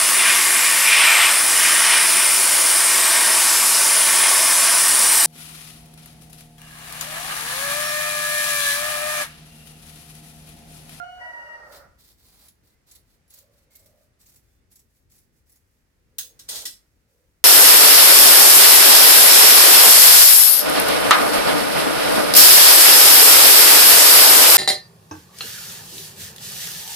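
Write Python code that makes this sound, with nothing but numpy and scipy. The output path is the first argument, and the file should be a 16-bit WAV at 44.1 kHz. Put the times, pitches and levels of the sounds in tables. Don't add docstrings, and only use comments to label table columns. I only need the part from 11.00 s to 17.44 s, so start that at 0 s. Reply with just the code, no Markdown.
import sys
import numpy as np
from scipy import signal
from scipy.fft import rfft, irfft
from scipy.io import wavfile

SR = 44100
rng = np.random.default_rng(int(sys.argv[2]) if len(sys.argv) > 2 else 0)


def gain_from_decibels(decibels):
    exponent = np.asarray(decibels, float) / 20
    return 10 ** exponent


def wav_record(signal):
    frames = np.transpose(np.atleast_2d(signal))
    bounded = np.clip(frames, -1, 1)
    quanta = np.round(bounded * 32767).astype(np.int16)
    wavfile.write(sys.argv[1], SR, quanta)


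N = 284004


def rms_one(x):
    return x / np.sqrt(np.mean(x ** 2) + 1e-20)


def in_time(rows):
    s, *columns = np.transpose(rows)
    t = np.arange(N) / SR
    gate = np.interp(t, [s[0] - .008, s[0], s[-1], s[-1] + .008], [0, 1, 1, 0])
    return [np.interp(t, s, c) for c in columns] + [gate]


def drift(rate_hz):
    r = np.exp(-2 * np.pi * rate_hz / SR)
    settled = signal.lfilter([1], [1, -2 * r, r * r], rng.standard_normal(N + SR))[SR:]
    return rms_one(settled)


def colour(x, spectrum):
    hz, level_db = np.transpose(spectrum)
    grid = np.maximum(np.arange(2049) * SR / 4096, 1)
    cepstrum = irfft(np.interp(np.log(grid), np.log(hz), level_db) * np.log(10) / 20)
    cepstrum[1:2048] *= 2
    kernel = irfft(np.exp(rfft(cepstrum[:2049], 4096)))
    kernel = kernel.reshape((1,) * (x.ndim - 1) + (-1,))
    kernel = kernel / np.sqrt(np.sum(kernel ** 2))
    return signal.fftconvolve(x, kernel, axes=-1)[..., :N]


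def resonance(x, hz, width_hz):
    r = np.exp(-np.pi * width_hz / SR)
    poles = [1, -2 * r * np.cos(2 * np.pi * hz / SR), r * r]
    return signal.lfilter([(1 - r * r) / 2, 0, (r * r - 1) / 2], poles, x + 1e-18)


def narrow_noise(hz, width_hz):
    turn = 2 * np.pi * np.cumsum(hz) / SR
    return drift(width_hz) * np.cos(turn) + drift(width_hz) * np.sin(turn)


def grains(per_s, spread_db):
    sizes = gain_from_decibels(spread_db * np.minimum(rng.exponential(1, N), 5)) * rng.choice([-1, 1], N)
    return rms_one(sizes * (rng.random(N) < per_s / SR))


def bursts(rows, rise_s, lengths_s, extra_db):
    out, t = np.zeros(N), np.arange(SR // 5) / SR
    for row, length_s, db in zip(rows, lengths_s, extra_db + np.zeros(len(rows))):
        at = round(row[0] * SR)
        shape = (1 - np.exp(-t / rise_s)) * np.exp(-t / length_s)
        out[at:at + len(t)] += gain_from_decibels(row[1] + db) * shape
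    return out


def swell(start, end):
    return np.sin(np.pi * np.clip((np.arange(N) / SR - start) / (end - start), 0, 1))


LEFT_LAG_S = .00014


def both_sides(make, shared):
    common = make()
    common = np.array([np.roll(common, round(LEFT_LAG_S * SR)), common])
    own = np.array([make(), make()])
    return np.sqrt(shared) * common + np.sqrt(1 - shared) * own


# (start [s], length [s], level at the start [dB], gain until the end [dB])
CLOSINGS = [(0.709, 0.059, -55.5, 5), (0.978, .13, -62, 6.5), (1.171, 0.29, -66, 10),
            (1.861, 0.11, -62, -0.5), (2.292, 0.099, -62.5, 6.5), (2.702, 0.2, -60, -9),
            (3.187, 0.19, -63.5, 0), (3.699, 0.11, -62.5, -4.5), (4.092, 0.097, -67.5, 6.5),
            (4.455, 0.12, -70.5, 1)]
# (start [s], end [s], level at the crest [dB])
OPENINGS = [(1.628, 1.758, -68.5), (2.053, 2.18, -69.5), (2.503, 2.66, -68.5), (2.937, 3.088, -73),
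            (3.417, 3.604, -75), (3.88, 4.055, -74.5), (4.322, 4.43, -76), (4.64, 4.84, -80.5)]
BITE_S, LET_GO_DB_PER_S = 0.016, 356


def strokes():
    t = np.arange(N) / SR
    out = sum(gain_from_decibels(db) * swell(start, end) for start, end, db in OPENINGS)
    for start, length, db, gain_db in CLOSINGS:
        level_db = db + gain_db * np.clip((t - start) / length, 0, 1)
        level_db -= LET_GO_DB_PER_S * np.clip(t - start - length, 0, 1)
        out = out + np.clip((t - start) / BITE_S, 0, 1) * gain_from_decibels(level_db)
    return out


# (time [s], level before rise and decay [dB], blade ring relative to that [dB])
SLIPS = [(0.721, -53, -26), (1.18, -69, -10), (1.387, -57, -29), (1.443, -69, -11), (1.482, -44, -8),
         (1.672, -64, -8), (1.87, -61, -14), (1.911, -45.5, 6), (1.95, -40.5, -11), (2.277, -67, 7),
         (2.302, -55.5, 8), (2.336, -49, 4), (2.385, -51.5, 6), (2.752, -45, 1), (2.79, -56, 3),
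         (2.858, -47.5, -6), (3.212, -51.5, -7), (3.262, -52, 1), (3.291, -50, -3.5), (3.356, -52, 1.5),
         (3.714, -54, -9), (3.755, -53.5, 8), (3.791, -58, 8), (4.098, -66, -2), (4.115, -58, 3),
         (4.183, -61, -4), (4.494, -62.5, 11), (4.518, -63.5, 11), (4.556, -58, 3)]
SLIP_RISE_S, SLIP_S = .008, 0.0074
# (frequency [Hz], level [dB per Hz])
CLOTH = [(800, -22), (2000, -6), (3000, -10), (3600, -6), (5500, -2.5), (9400, -3), (14000, -1.5),
         (16000, -6)]
# (time [s], crunch relative to force [dB], low rustle relative to stroke [dB])
FOLD = [(.72, -4, -1), (1.0, -9, -18), (1.35, -8.5, -8), (2.3, -9.5, -15), (3.2, -25, -15),
        (4.6, -62, -17.5)]
# (time [s], level [dB])
RUSTLE = [(.1, -71), (.45, -72), (.62, -76), (.71, -61.5), (.85, -78.5), (2.0, -82.5), (3.6, -83.5),
          (5.15, -79.5), (5.6, -73), (5.75, -88), (5.86, -75.5), (6.074, -79), (6.1, -72), (6.44, -79.5)]
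# (frequency [Hz], width [Hz], middle of the wavering level [dB])
BLADES = [(5700, 300, -9), (6700, 250, -8), (7750, 350, -6), (10900, 200, 0), (11900, 250, -6),
          (14300, 500, -1)]


def cutting():
    crunch_db, low_db, _ = in_time(FOLD)
    rustle_db, gate = in_time(RUSTLE)
    lengths_s, ring_db = np.full(len(SLIPS), SLIP_S), np.transpose(SLIPS)[2]
    stroke = strokes() * gain_from_decibels(2.0 * drift(30))
    force = stroke + bursts(SLIPS, SLIP_RISE_S, lengths_s, 0)
    parting = both_sides(lambda: grains(9000, 2.96), 0.21)
    threads = colour(parting, CLOTH) * (force + gate * gain_from_decibels(rustle_db))
    crunch = rms_one(resonance(resonance(parting, 3750, 2400), 4730, 2400)) * gain_from_decibels(crunch_db)
    low_rustle = rms_one(resonance(parting[1], 350, 1300)) * gain_from_decibels(low_db)
    rub = both_sides(lambda: rng.standard_normal(N), 0.033)
    rings = 0
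    for hz, width_hz, level_db in BLADES:
        rings = rings + gain_from_decibels(level_db + 4.0 * drift(10)) * rms_one(resonance(rub, hz, width_hz))
    ring_force = bursts(SLIPS, SLIP_RISE_S, lengths_s, ring_db) + gain_from_decibels(-15.0) * force
    return threads + force * crunch + stroke * low_rustle + rings * ring_force


# (time [s], level before rise, decay and trims [dB],
# rattle decay time [s], best excited pitch [Hz], bright crack relative to the level [dB])
DROPS = [(5.183, -17, 0.01, 6546, 4), (5.391, -30.5, 0.0098, 5000, -17), (5.487, -20.5, 0.011, 8866, -15),
         (5.653, -16.5, 0.012, 5512, -13)]
LANDING_S = .0025
# (time [s], level [dB], low grind relative to that [dB])
SLIDE = [(5.49, -41.5, -16.5), (5.52, -36.5, -13), (5.59, -36.5, -18.5), (5.62, -43, -16.5),
         (5.645, -63, 11.5)]
# (frequency [Hz], level [dB per Hz])
STONE = [(180, -36.5), (300, -7), (455, -18.5), (930, -20), (2840, -6), (3290, 2.5), (5520, 1.5),
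         (10600, -2.5), (14000, -4.5), (16000, -19)]
# (frequency [Hz], width, held to 45 or more [Hz], level [dB])
SCISSORS = [(1610, 28, -14), (1984, 60, -11), (2260, 26, -23), (3470, 40, -36), (4130, 27, -17),
            (4520, 43, -25), (5000, 27, -12.5), (5512, 47, -8), (6000, 60, -28), (6546, 50, -3.5),
            (8020, 120, -5.5), (8866, 150, -2.5), (10040, 110, -14), (11600, 130, -17), (12810, 130, -12.5),
            (13800, 130, -4), (15550, 140, -14)]


def scissors_on_floor():
    slide_db, grind_db, gate = in_time(SLIDE)
    lengths_s, best_hz, crack_db = np.transpose(DROPS)[2:]
    sliding = gate * gain_from_decibels(slide_db + 1.8 * drift(45))
    touch = both_sides(lambda: grains(8000, 2.9), 0.18)
    out = colour(touch * (bursts(DROPS, LANDING_S, lengths_s, -7) + sliding), STONE)
    crack = touch * bursts(DROPS, LANDING_S, .5 * lengths_s, crack_db)
    out += signal.sosfilt(signal.butter(2, 8000, "high", fs=SR, output="sos"), crack)
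    for hz, width_hz, level_db in SCISSORS:
        width_hz = max(width_hz, 45)
        octaves_off = np.abs(np.log2(hz / best_hz))
        favoured_db = 5.0 - 11.0 * np.minimum(octaves_off / 0.13, 1)
        blows = bursts(DROPS, LANDING_S, lengths_s, favoured_db - 12) + gain_from_decibels(-16.5) * sliding
        even = np.sqrt(SR / (np.pi * width_hz))
        out += gain_from_decibels(level_db) * even * resonance(touch * blows, hz, width_hz)
    grind = rms_one(resonance(rng.standard_normal(N), 534, 240))
    return out + gate * gain_from_decibels(slide_db + grind_db) * grind


TIRE_DB_PER_S, SLACKEN_DB_PER_S = 4, 218


def held_note(start, held, end, hz, sag, linger_db):
    t = np.arange(N) / SR
    effort_db = -TIRE_DB_PER_S * np.clip(t - start, 0, 1) - SLACKEN_DB_PER_S * np.clip(t - held, 0, 1)
    effort_db = np.maximum(effort_db, linger_db)
    gate = np.clip(np.minimum(t - start + .01, end - t) / .02, 0, 1) ** (t > .02)
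    return hz - sag * np.clip(t - start, 0, 1), effort_db, gate * (t > start - .01)


# (start [s], held until [s], end [s], pitch at the start [Hz],
# sag [Hz per s], effort at which it lingers [dB])
NOTES = [(0, 0.029, 0.34, 705, 1, -14), (0.032, 0.264, 0.48, 732.2, 23, -11.5),
         (0.209, 0.559, 0.736, 964.6, 75, -10)]
# (multiple of the pitch, level at full effort [dB], left minus right [dB], left lead [rad])
PARTIALS = [
    [(1, -44, -14.5, 2.84), (2, -36.5, -10, 1.9), (3, -65, 13, .5), (4, -65, -3, 1.2), (6, -67, -3, 1.4)],
    [(1, -45.5, -1, 0.84), (2, -65, -30, -9.7), (3, -64.5, -3, 1), (4, -53, 2, 2), (6, -74.5, -11, -3.5),
     (8, -76, 9, -5.5)],
    [(1, -49, -4, -1.4), (2, -39.5, 1, -2.5), (3, -59.5, 3, -1.7), (5, -71.5, -6, 1.5),
     (6, -76, -11.5, 4.5), (9, -77, -4, 2.5)],
]
# (time [s], lowest throat resonance [Hz], level [dB])
RASP = [(0.18, 640, -55), (0.214, 640.3, -51), (0.5, 592, -51), (0.76, 578, -48.5), (0.87, 579.7, -56),
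        (0.9, 570, -98)]
# (multiple of the lowest, width [Hz], level relative to the rasp [dB])
RASP_THROAT = [(1, 46, -5.5), (1.25, 254, -7.5), (2.3, 154, -7), (3.15, 210, -14.5), (8.0, 320, -29),
               (9.7, 320, -33)]


def rooster():
    out, side = np.zeros((2, N)), np.array([[.5], [-.5]])
    for note, partials, tremble in zip(NOTES, PARTIALS, (.0005, .0012, .004)):
        pitch, effort_db, gate = held_note(*note)
        turn = 2 * np.pi * np.cumsum(pitch * (1 + tremble * drift(28.7))) / SR
        for multiple, level_db, pan_db, lead in partials:
            flutter_db = 800 * tremble * np.sqrt(multiple) * np.tanh([drift(35), drift(35)])
            partial_db = effort_db * (1 + 0.33 * multiple) + level_db + flutter_db + pan_db * side
            out += np.sqrt(2) * gate * gain_from_decibels(partial_db) * np.sin(multiple * turn + lead * side)
    lowest, rasp_db, gate = in_time(RASP)
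    for multiple, width_hz, level_db in RASP_THROAT:
        shared, own = [narrow_noise(multiple * lowest, width_hz) for k in range(2)]
        breath = shared + 0.56 * multiple * own * side
        out += gate * gain_from_decibels(rasp_db + level_db - 1.5 * side) * breath
    return out


# (start [s], end [s], pitch [Hz], level at the crest [dB])
FAR_CROWS = [(2.333, 2.64, 555.6, -68), (2.607, 2.8, 535, -76.5), (2.743, 3.096, 603, -66.5),
             (5.078, 5.43, 476.3, -69.5), (6.01, 6.33, 501, -74)]
# (start [s], end [s], pitch [Hz], level at the crest [dB])
FAR_CHIRPS = [(1.674, 1.84, 2045, -81), (2.665, 2.874, 2160, -73), (3.406, 3.667, 3500, -87),
              (4.432, 4.645, 1894, -85)]


def far_birds():
    out = np.zeros(N)
    for start, end, hz, level_db in FAR_CROWS:
        pitch = np.full(N, hz)
        note = narrow_noise(pitch, 60) + gain_from_decibels(-18) * narrow_noise(2 * pitch, 70)
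        out += gain_from_decibels(level_db) * swell(start, end) * note
    for start, end, hz, level_db in FAR_CHIRPS:
        out += gain_from_decibels(level_db) * swell(start, end) * narrow_noise(np.full(N, hz), .008 * hz)
    return out


# (time [s], rumble before slow wavering [dB], hiss before a 9.5 dB lift [dB])
BACKGROUND = [(0, -64.5, -73), (.6, -66, -75.5), (1.13, -66.5, -86.5), (1.63, -70.5, -85),
              (2.4, -68.5, -84), (3.62, -67.5, -86.5), (3.78, -71, -89), (5.13, -70, -87),
              (5.6, -63.5, -75.5), (5.9, -71.5, -87), (6.44, -74, -87)]
# (frequency [Hz], level [dB per Hz])
RUMBLE = [(12, -39), (24, -14.5), (33, -1), (59, 6.5), (181, -4.5), (435, -11), (483, -13.5), (552, -19),
          (700, -33), (910, -24), (1540, -120)]
# (frequency [Hz], level [dB per Hz])
HISS = [(290, -13.5), (500, 5.5), (988, -1), (1900, 2), (3490, -6.5), (4940, -5.5), (10500, -12),
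        (15100, -27), (16000, -31)]
# (frequency [Hz], correlation [0 to 1])
LIKENESS = [(60, 0.75), (250, 0.75), (700, 0.058), (1400, 0)]


def background():
    rumble_db, hiss_db, _ = in_time(BACKGROUND)
    gust_db = 1.5 * drift(4)

    def layer():
        rumble = gain_from_decibels(rumble_db + gust_db) * colour(rng.standard_normal(N), RUMBLE)
        return rumble + gain_from_decibels(hiss_db + 9.5) * colour(rng.standard_normal(N), HISS)

    hz, alike = np.transpose(LIKENESS)
    bins_hz = np.arange(N // 2 + 1) * SR / N
    share = np.clip(np.interp(np.log(bins_hz + 1), np.log(hz + 1), alike), 0, 1)
    mid = irfft(rfft(layer()) * np.sqrt(1 + share), N)
    side = irfft(rfft(layer()) * np.sqrt(1 - share), N)
    return np.array([mid + side, mid - side])


def echoes(x, t60, wet_db, gap_s):
    t = np.arange(int(.6 * SR)) / SR
    tail = rng.standard_normal((2, len(t))) * gain_from_decibels(-60 * t / t60) * (t > gap_s)
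    tail *= gain_from_decibels(wet_db) / np.sqrt(np.sum(tail ** 2, axis=1, keepdims=True))
    return signal.fftconvolve(tail, x[None], axes=1)[:, :N]


PORCH_T60_S, PORCH_DB, CUT_PORCH_DB = 0.24, -1, -9


def space(x, wet_db):
    return x + echoes(x[1], PORCH_T60_S, wet_db, 0.0044)


YARD_T60_S, YARD_DB = 0.53, -7


def scene():
    scissors = space(cutting(), CUT_PORCH_DB) + space(scissors_on_floor(), PORCH_DB)
    birds = rooster() + far_birds()
    yard = echoes(birds[1], YARD_T60_S, YARD_DB, 0.017)
    return scissors + birds + yard + background()


def top_cut(x):
    return signal.sosfilt(signal.butter(12, 16640, fs=SR, output="sos"), x)


# (frequency [Hz], level [dB])
LEFT_MIC = [(60, 5), (240, -1.5), (950, -2.5), (3770, -0.5), (15000, -2.5)]


def record(dry):
    hz, left_db = np.transpose(LEFT_MIC)
    bins_hz = np.arange(N // 2 + 1) * SR / N
    tilt_db = np.interp(np.log(bins_hz + 1), np.log(hz), left_db)
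    heard = irfft(rfft(dry) * gain_from_decibels(tilt_db * [[.5], [-.5]]), N)
    return top_cut(heard)


dry = scene()
out = record(dry)
wav_record(out)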